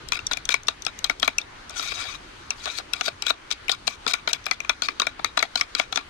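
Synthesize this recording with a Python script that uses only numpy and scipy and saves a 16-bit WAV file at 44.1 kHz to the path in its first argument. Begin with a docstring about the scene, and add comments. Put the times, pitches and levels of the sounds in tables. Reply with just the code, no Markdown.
"""Kitchen counter: a steel spoon beats egg in a plastic bowl, close to the left microphone.
Strokes knock the wall, drag the spoon's edge along it and knock again; twice the spoon sweeps slowly round.
Knocks are short bursts of force and drags are dense random clicks; both ring the same modes of the bowl.
Filtered noise makes the quiet kitchen's hum, and feedback delays make its echoes.
The recorder turns itself down after loud knocks and overloads on the largest peaks."""
import sys
import numpy as np
from scipy import signal
from scipy.fft import irfft
from scipy.io import wavfile

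SR = 44100
rng = np.random.default_rng(int(sys.argv[2]) if len(sys.argv) > 2 else 0)


def generate_wav(sig):
    """Save sig (samples, or channels by samples) to the path in sys.argv[1] as 16-bit PCM at SR."""
    pcm = np.round(np.clip(np.atleast_2d(sig).T, -1, 1) * 32767).astype(np.int16)
    wavfile.write(sys.argv[1], SR, pcm)


N = 268569

# Spoon knocking the bowl: (time [s], strength [dB], brightness: tick up and thud down [dB],
# clack up and click down [dB], clack pitch [Hz])
SPOON_KNOCKS = [(0.12, -8.5, 2.5, 1.5, 2360), (0.132, -17, 2.0, 10, 2480), (0.154, -21, 0.0, 12, 2470),
                (0.19, -21, -0.5, 8, 2680), (0.312, -23, -13, -8.5, 2620), (0.333, -12, 7.5, -0.5, 2330),
                (0.371, -16.5, 4, 7.5, 2380), (0.49, -6, 1, -1, 2300), (0.541, -3.5, 0.5, 8, 2270),
                (0.683, -5.5, 0.5, 0.5, 2690), (0.865, -10.0, 1, 3, 2420), (1.043, -10.0, 4.5, -5.5, 2030),
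                (1.097, -6.5, -2.5, 7.5, 2230), (1.228, -5, -2.5, -1.5, 2960), (1.246, -22, 4.0, -8, 2450),
                (1.277, -5, -2, 7, 2300), (1.383, -11, 11, 10.5, 2654), (1.414, -29, 8, -7, 2640),
                (1.795, -23, -10, -7.5, 2420), (1.919, -20, -1, 2, 2680), (2.505, -13.5, 8.5, 7, 2630),
                (2.656, -18, -1, -1, 2460), (2.785, -21.5, -2, 1.5, 2270), (2.797, -28, -8, 0, 2630),
                (2.934, -10, 6, 1.5, 2600), (3.01, -9, -0.5, 4, 2400), (3.08, -13.5, -6.5, -2.5, 2560),
                (3.222, -14, 8, 3.5, 2630), (3.266, -11.5, 0.5, -6, 2730), (3.304, -8.5, -3, -4, 2630),
                (3.512, -13.5, 6.5, -3, 2300), (3.682, -26.5, 8, 20, 2490), (3.694, -7.5, -1.5, -1, 2480),
                (3.716, -19, 13.5, -14.5, 2340), (3.877, -7.5, 0.5, -2, 2650), (4.065, -14, -7, -3, 2410),
                (4.135, -11.5, 3.5, -4.5, 2270), (4.138, -7, 1.5, 6.5, 2260),
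                (4.275, -9.5, -4.5, 1.5, 2270), (4.331, -6.5, 6.5, 0.5, 2820),
                (4.464, -12.5, -0.5, 2.5, 2350), (4.511, -5.5, 1.5, 3.5, 2300),
                (4.603, -19.5, 6.5, 13, 2340), (4.647, -27, -4, 10, 2380), (4.694, -4.5, -0.5, 2.0, 2350),
                (4.699, -18, -3, 17, 2360), (4.82, -10, 1.5, -2, 2510), (4.885, -9.5, -2.5, 5.5, 2350),
                (4.998, -6.5, 1, -1.5, 2720), (5.017, -9.5, -1.5, -2, 2340), (5.054, -37, -10, 0, 2490),
                (5.068, -8, -1.5, 5.0, 2290), (5.193, -27.5, -10.5, 2.5, 2250), (5.245, -6, 0, 1.5, 2110),
                (5.374, -7, -5.5, 0.5, 2500), (5.391, -13, 3.5, -6.5, 2680), (5.401, -22, -7, 12, 2240),
                (5.426, -4, -2, 6.5, 2190), (5.556, -9.5, 0.5, -4.5, 2280), (5.611, -5.5, 6, 6.5, 2280),
                (5.75, -10.5, 3.0, -1, 2300), (5.797, -4, -1.5, 4.5, 2240),
                (5.925, -14.5, -2.5, -1.5, 2550), (5.958, -11.5, 3, -2.5, 2300),
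                (5.973, -8.0, -0.5, 3, 2450)]
# Modes of the bowl, damped by the egg: (frequency [Hz], relative level [dB],
# time to fall by 60 dB in one pass of the ringing filter [s])
BOWL_MODES = [(279, -21, 0.031), (469, -11.5, 0.014), (719, -4.5, 0.011), (919, -8, 0.016),
              (1163, -1, 0.0089), (1379, -3.5, 0.016), (1671, -7.5, 0.012), (2074, -15, 0.026),
              (2374, 4, 0.0097), (2566, -16.5, 0.0098), (3426, -1, 0.016), (3834, 5, 0.0073),
              (4240, -4, 0.012), (4534, 2, 0.0031), (4930, -5.5, 0.0069), (5782, -1, 0.0023),
              (6570, -12, 0.0015), (7570, -20, 0.0073), (8240, -27.5, 0.007), (10490, -26, 0.0067),
              (12050, -21.5, 0.0028)]


def from_db(db):
    """Turn decibels into a gain."""
    return 10 ** (np.asarray(db) / 20)


def at_hz(points, hz):
    """Read a table between its points, on a log-frequency axis."""
    table_hz, values = np.transpose(points)
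    return np.interp(np.log(hz), np.log(table_hz), values)


def one_pole(x, seconds):
    """Smooth a signal, leaving a steady value unchanged."""
    r = np.exp(-1 / (seconds * SR))
    return signal.lfilter([1 - r], [1, -r], x + 1e-18)


def drift(rate):
    """Random wandering with spread 1; a higher rate wanders faster."""
    smooth_s = .16 / rate
    slow = one_pole(one_pole(rng.standard_normal(N + SR), smooth_s), smooth_s)[SR:]
    return slow / slow.std()


def hum(patchy_db=1.53, lumpy_db=2.5):
    """Kitchen background: half-octave noise bands, most alike in both ears in the bass, wandering in level."""
    # Shape of the background: (frequency [Hz], relative level [dB per Hz])
    spectrum = [(12, -30), (20, 4.5), (76, 0.5), (208, -5), (281, 2.5), (556, -4.5), (1190, 1.5),
                (2420, -5.5), (3010, -7), (3850, -8.5), (5340, -15.5), (6290, -6), (12100, -53),
                (13500, -40)]
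    # Likeness of the two ears: (frequency [Hz], left-right likeness [-1 to 1])
    likeness = [(40, 1), (150, 0.82), (300, 0.76), (640, -0.52), (1400, 0.14), (4000, -0.057)]
    # Balance of the two ears: (frequency [Hz], left over right [dB])
    balance = [(200, 0.5), (1300, 0), (4000, 4.5), (12000, -2)]
    # Swelling of the bass: (time [s], level [dB])
    rumble = [(0, 12), (.55, 5), (2.25, 3.5), (3.1, 2), (4.0, 4)]
    total_db = -46  # rms of the left-right average
    swell_db = np.interp(np.arange(N) / SR, *np.transpose(rumble))
    white = rng.standard_normal((2, 2, N))
    out, edges = 0, 18 * 2 ** np.arange(0, 9.6, .5)
    for k, (low, high) in enumerate(zip(edges, edges[1:])):
        band = signal.butter(2, [low, high], "band", fs=SR, output="sos")
        mid, side = signal.sosfilt(band, white[k % 2])
        hz = np.sqrt(low * high)
        alike = np.clip(at_hz(likeness, hz), -1, 1)
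        if hz < 130:
            wander_db = swell_db + lumpy_db * drift(20.0)
        else:
            wander_db = patchy_db * drift(5.1)
        sides_db = at_hz(balance, hz) * np.array([[.5], [-.5]])
        gain = from_db(at_hz(spectrum, hz) + wander_db + sides_db)
        out = out + gain * (np.sqrt(1 + alike) * mid + np.sqrt(1 - alike) * side * [[1], [-1]])
    return from_db(total_db) * out / out.mean(axis=0).std()


def kitchen(x):
    """Echoes of the room: eight feedback delays a side, weaker and duller on every round."""
    t60_s, wall_cut_hz = 0.16, 5700
    out, dull = np.zeros((2, N)), np.exp(-2 * np.pi * wall_cut_hz / SR)
    lags = (rng.uniform(0.0074, .03, 16) * SR).astype(int)
    for k, lag in enumerate(lags):
        loop, state = x.copy(), [0.]
        gain = from_db(-60 * lag / SR / t60_s)
        for i in range(lag, N, lag):
            back, state = signal.lfilter([gain * (1 - dull)], [1, -dull], loop[i - lag:i], zi=state)
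            loop[i:i + lag] += back[:N - i]
        out[k % 2] += (loop - x) * (-1) ** (k // 2)
    return out


def shadowed(x, scatter_db=3., scatter_s=.004, lag_s=.0006):
    """The far microphone hears the bowl weaker and later, partly by way of scattered near reflections."""
    # Weakening on the way to the far microphone: (frequency [Hz], loss [dB])
    loss = [(270, 4), (600, 10), (1400, 9), (2300, 17), (3500, 18), (6000, 15), (9000, 12), (12000, 17)]
    hz = np.maximum(np.fft.rfftfreq(4096, 1 / SR), 20)
    # minimum_phase halves the decibels, so the loss goes in doubled
    doubled = np.roll(irfft(from_db(-2 * at_hz(loss, hz))), 2048)
    taps = signal.minimum_phase(doubled[1536:2561])
    path = rng.standard_normal(1024) * np.exp(-np.arange(1024) / SR / scatter_s)
    path *= from_db(scatter_db) / np.linalg.norm(path)
    path[0] = 1  # the direct sound
    path /= np.linalg.norm(path)
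    weaker = signal.fftconvolve(x, np.convolve(taps, path))[:N]
    return np.roll(weaker, round(lag_s * SR))


def ring(force, hz, t60):
    """One mode of the wall, heard through the air in the bowl: a band-pass twice; steady noise keeps its power."""
    r, w = from_db(-60 / (t60 * SR)), 2 * np.pi * hz / SR
    top = np.sqrt((1 - r * r) / 2) * np.array([1, 0, -1])
    section = [*top, 1, -2 * r * np.cos(w), r * r]
    return np.sqrt(1 - r * r) * signal.sosfilt([section, section], force + 1e-18)


def grains(per_s, spread_db):
    """Random clicks of uneven size, rms 1."""
    size_db = spread_db * np.minimum(rng.exponential(1, N), 5)
    sizes = from_db(size_db) * rng.choice([-1, 1], N)
    x = sizes * (rng.random(N) < per_s / SR)
    return x / x.std()


def grinding():
    """Level of the dull grinding that every knock leaves once the spoon has sprung off the wall; it dies away."""
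    bounce_s, below_knock_db, fall_db_per_s = 0.0061, -28.5, 529
    start = np.zeros(N)
    for s, db, *colour in SPOON_KNOCKS:
        start[round((s + bounce_s) * SR)] = from_db(db + below_knock_db)
    return signal.lfilter([1], [1, -from_db(-fall_db_per_s / SR)], start + 1e-18)


def drags(damping=0.73, own_far=1.9, far_db=4.0, judder_spread_db=3.0, bass_db=-2.0, wander_db=3.5):
    """The edge sticks and slips densely, ringing the bowl; quick drags judder, the slow sweeps are more even."""
    # Edge dragged along the wall after a first knock: (time [s], length [s], start level [dB], end level [dB])
    quick = [(0.137, 0.041, -31.5, -42.5), (0.313, 0.066, -29, -61), (0.502, 0.03, -27, -40),
             (1.041, 0.053, -38, -56.5), (1.217, 0.041, -37, -38), (2.927, 0.17, -46, -43.5),
             (3.024, 0.064, -45, -27), (3.235, 0.066, -57.5, -23), (3.504, 0.028, -29.5, -34.5),
             (3.695, 0.056, -29.5, -40.5), (3.869, 0.088, -34, -51.5), (4.075, 0.047, -25, -36),
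             (4.285, 0.031, -24, -37.5), (4.831, 0.055, -25.5, -57), (5, 0.07, -48, -58),
             (5.369, 0.083, -34, -50), (5.572, 0.061, -35.5, -41), (5.777, 0.027, -31.5, -37),
             (5.918, 0.045, -46, -50)]
    # Two slow sweeps round the wall: (time [s], level [dB], brightness [dB per octave])
    slow = [(1.698, -51.5, -11.5), (1.751, -49, 2), (1.767, -34.5, 2.5), (1.89, -40, 4), (2.01, -37, -0.5),
            (2.145, -44.5, 0), (2.2, -70, 5), (2.56, -68, 6), (2.59, -53, 4), (2.66, -40, 0),
            (2.674, -35.5, -4), (2.73, -46, 1), (2.788, -38.5, 6), (2.82, -77, -8)]
    drag_bright_db, grind_bright_db = 1.5, -2.5  # per octave
    t = np.arange(N) / SR
    s, sweep_db, tilt_db = np.transpose(slow)
    level = from_db(np.interp(t, s, sweep_db, -99, -99) + 1.5 * drift(60))
    bright_db = np.interp(t, s, tilt_db)
    judder_db = judder_spread_db * drift(92)
    for s, length, start_db, end_db in quick:
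        on = slice(round(s * SR), round((s + length) * SR))
        glide_db = np.interp(t[on], [s, s + length], [start_db, end_db])
        level[on] = from_db(glide_db + judder_db[on])
        bright_db[on] = drag_bright_db
    grind = grinding() * from_db(judder_db)
    bright_db[grind > level] = grind_bright_db
    level = np.maximum(level, grind)

    near, other = grains(7000, 3.3), grains(7000, 3.3)
    # the far side hears other patches of wall as well
    far = (near + own_far * other) / np.hypot(1, own_far) * from_db(far_db)
    slips = one_pole(level, 0.0015) * np.array([near, far])
    out = 0
    for hz, level_db, t60 in BOWL_MODES:
        octaves = np.log2(np.clip(hz, 1000, 7000) / 2800)
        mode_db = level_db + bass_db * (hz < 1000) + bright_db * octaves + wander_db * drift(20.2)
        out = out + ring(slips * from_db(mode_db), hz, damping * t60)
    return out


def knocks(contact_s=0.000376, lead_s=.0009, own_far=1.8, far_db=3.0):
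    """A knock is a chatter of a few ms; spot and egg depth shift and weight the modes anew each time."""
    # Edges between the bowl's four parts: thud, clack, click, tick [Hz]
    part_edges = [1850, 3000, 5000]
    # Peak of each part in an average knock [dB]
    knock_parts = [-3, -5, 2.12, -2.5]
    # The spoon's tip barely touches the wall: (time [s], strength [dB])
    touches = [(0.086, -17.5), (0.267, -12), (0.453, -14), (0.633, -28.5), (0.67, -20), (0.821, -20),
               (0.85, -16), (0.989, -21), (1.198, -14.5), (1.695, -22.5), (1.707, -30), (3.869, -19),
               (4.441, -32), (4.457, -20)]
    # Peak of each part in such a touch, added to its strength; the upper parts dominate [dB]
    touch_parts = [-29, -23, -6.5, 2]
    usual_clack_hz = 2350
    blows = []
    for s, db, bright_db, clack_db, clack_hz in SPOON_KNOCKS:
        colour_db = np.add(knock_parts, [-bright_db, clack_db, -clack_db, bright_db])
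        blows.append((s, db + colour_db, clack_hz))
    for s, db in touches:
        blows.append((s, db + np.array(touch_parts), usual_clack_hz))

    out, t = np.zeros((2, N + 2048)), np.arange(2048) / SR
    contact = (t / contact_s * np.exp(-t / contact_s / 4)) ** 4
    hz, level_db, t60 = np.transpose(BOWL_MODES)
    part = np.searchsorted(part_edges, hz)
    beam = own_far * np.minimum(hz / part_edges[0], 1)  # low modes beam less
    for s, peak_db, clack_hz in blows:
        force = contact * rng.standard_normal(len(t))
        shift, spot, aim = rng.standard_normal((3, len(hz)))
        shifted_hz = hz * np.where(part == 1, clack_hz / usual_clack_hz, 1 + .045 * shift)
        modes = np.array([ring(force, *mode) for mode in zip(shifted_hz, t60)])
        modes *= (from_db(level_db + 3.5 * spot) / np.abs(modes).max(axis=1))[:, None]
        heights = np.array([np.abs(modes[part == k].sum(axis=0)).max() for k in range(len(peak_db))])
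        near = (from_db(peak_db) / heights)[part]  # the modes share out the peak of their part
        # each mode beams differently towards the far side
        beamed = (1 + beam * aim) / np.hypot(1, beam)
        far = near * beamed * from_db(far_db * (part > 0))
        at = round((s - lead_s) * SR)
        out[:, at:at + len(t)] += np.array([near, far]) @ modes
    return out[:, :N]


def scene():
    """The bowl at both microphones, its echoes and the background."""
    near, far = knocks() + drags()
    bowl = np.array([near, shadowed(far)])
    return bowl + from_db(-29) * kitchen(near) + hum()


def low_pass(x):
    """Removes everything above the highest recorded frequency."""
    return signal.sosfilt(signal.butter(12, 16510, fs=SR, output="sos"), x)


def record(dry, threshold_db=-32.5, slope=0.26, attack_s=0.001, release_db_s=18.5):
    """Gain control backs off after loud knocks and creeps up again; the top is cut; the largest peaks overload."""
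    power = one_pole((dry ** 2).mean(axis=0), 0.04)
    over_db = np.maximum(10 * np.log10(power + 1e-12) - threshold_db, 0) * slope
    # hold each peak of the gain cut, letting it fall at the release speed
    ramp = release_db_s * np.arange(N) / SR
    held_db = np.maximum.accumulate(over_db + ramp) - ramp
    cut = signal.sosfilt(signal.cheby2(6, 30, 15200, fs=SR, output="sos"), dry)
    mix = np.clip(cut * from_db(-one_pole(held_db, attack_s)), -1, 1)
    return low_pass(mix)


dry = scene()
out = record(dry)
generate_wav(out)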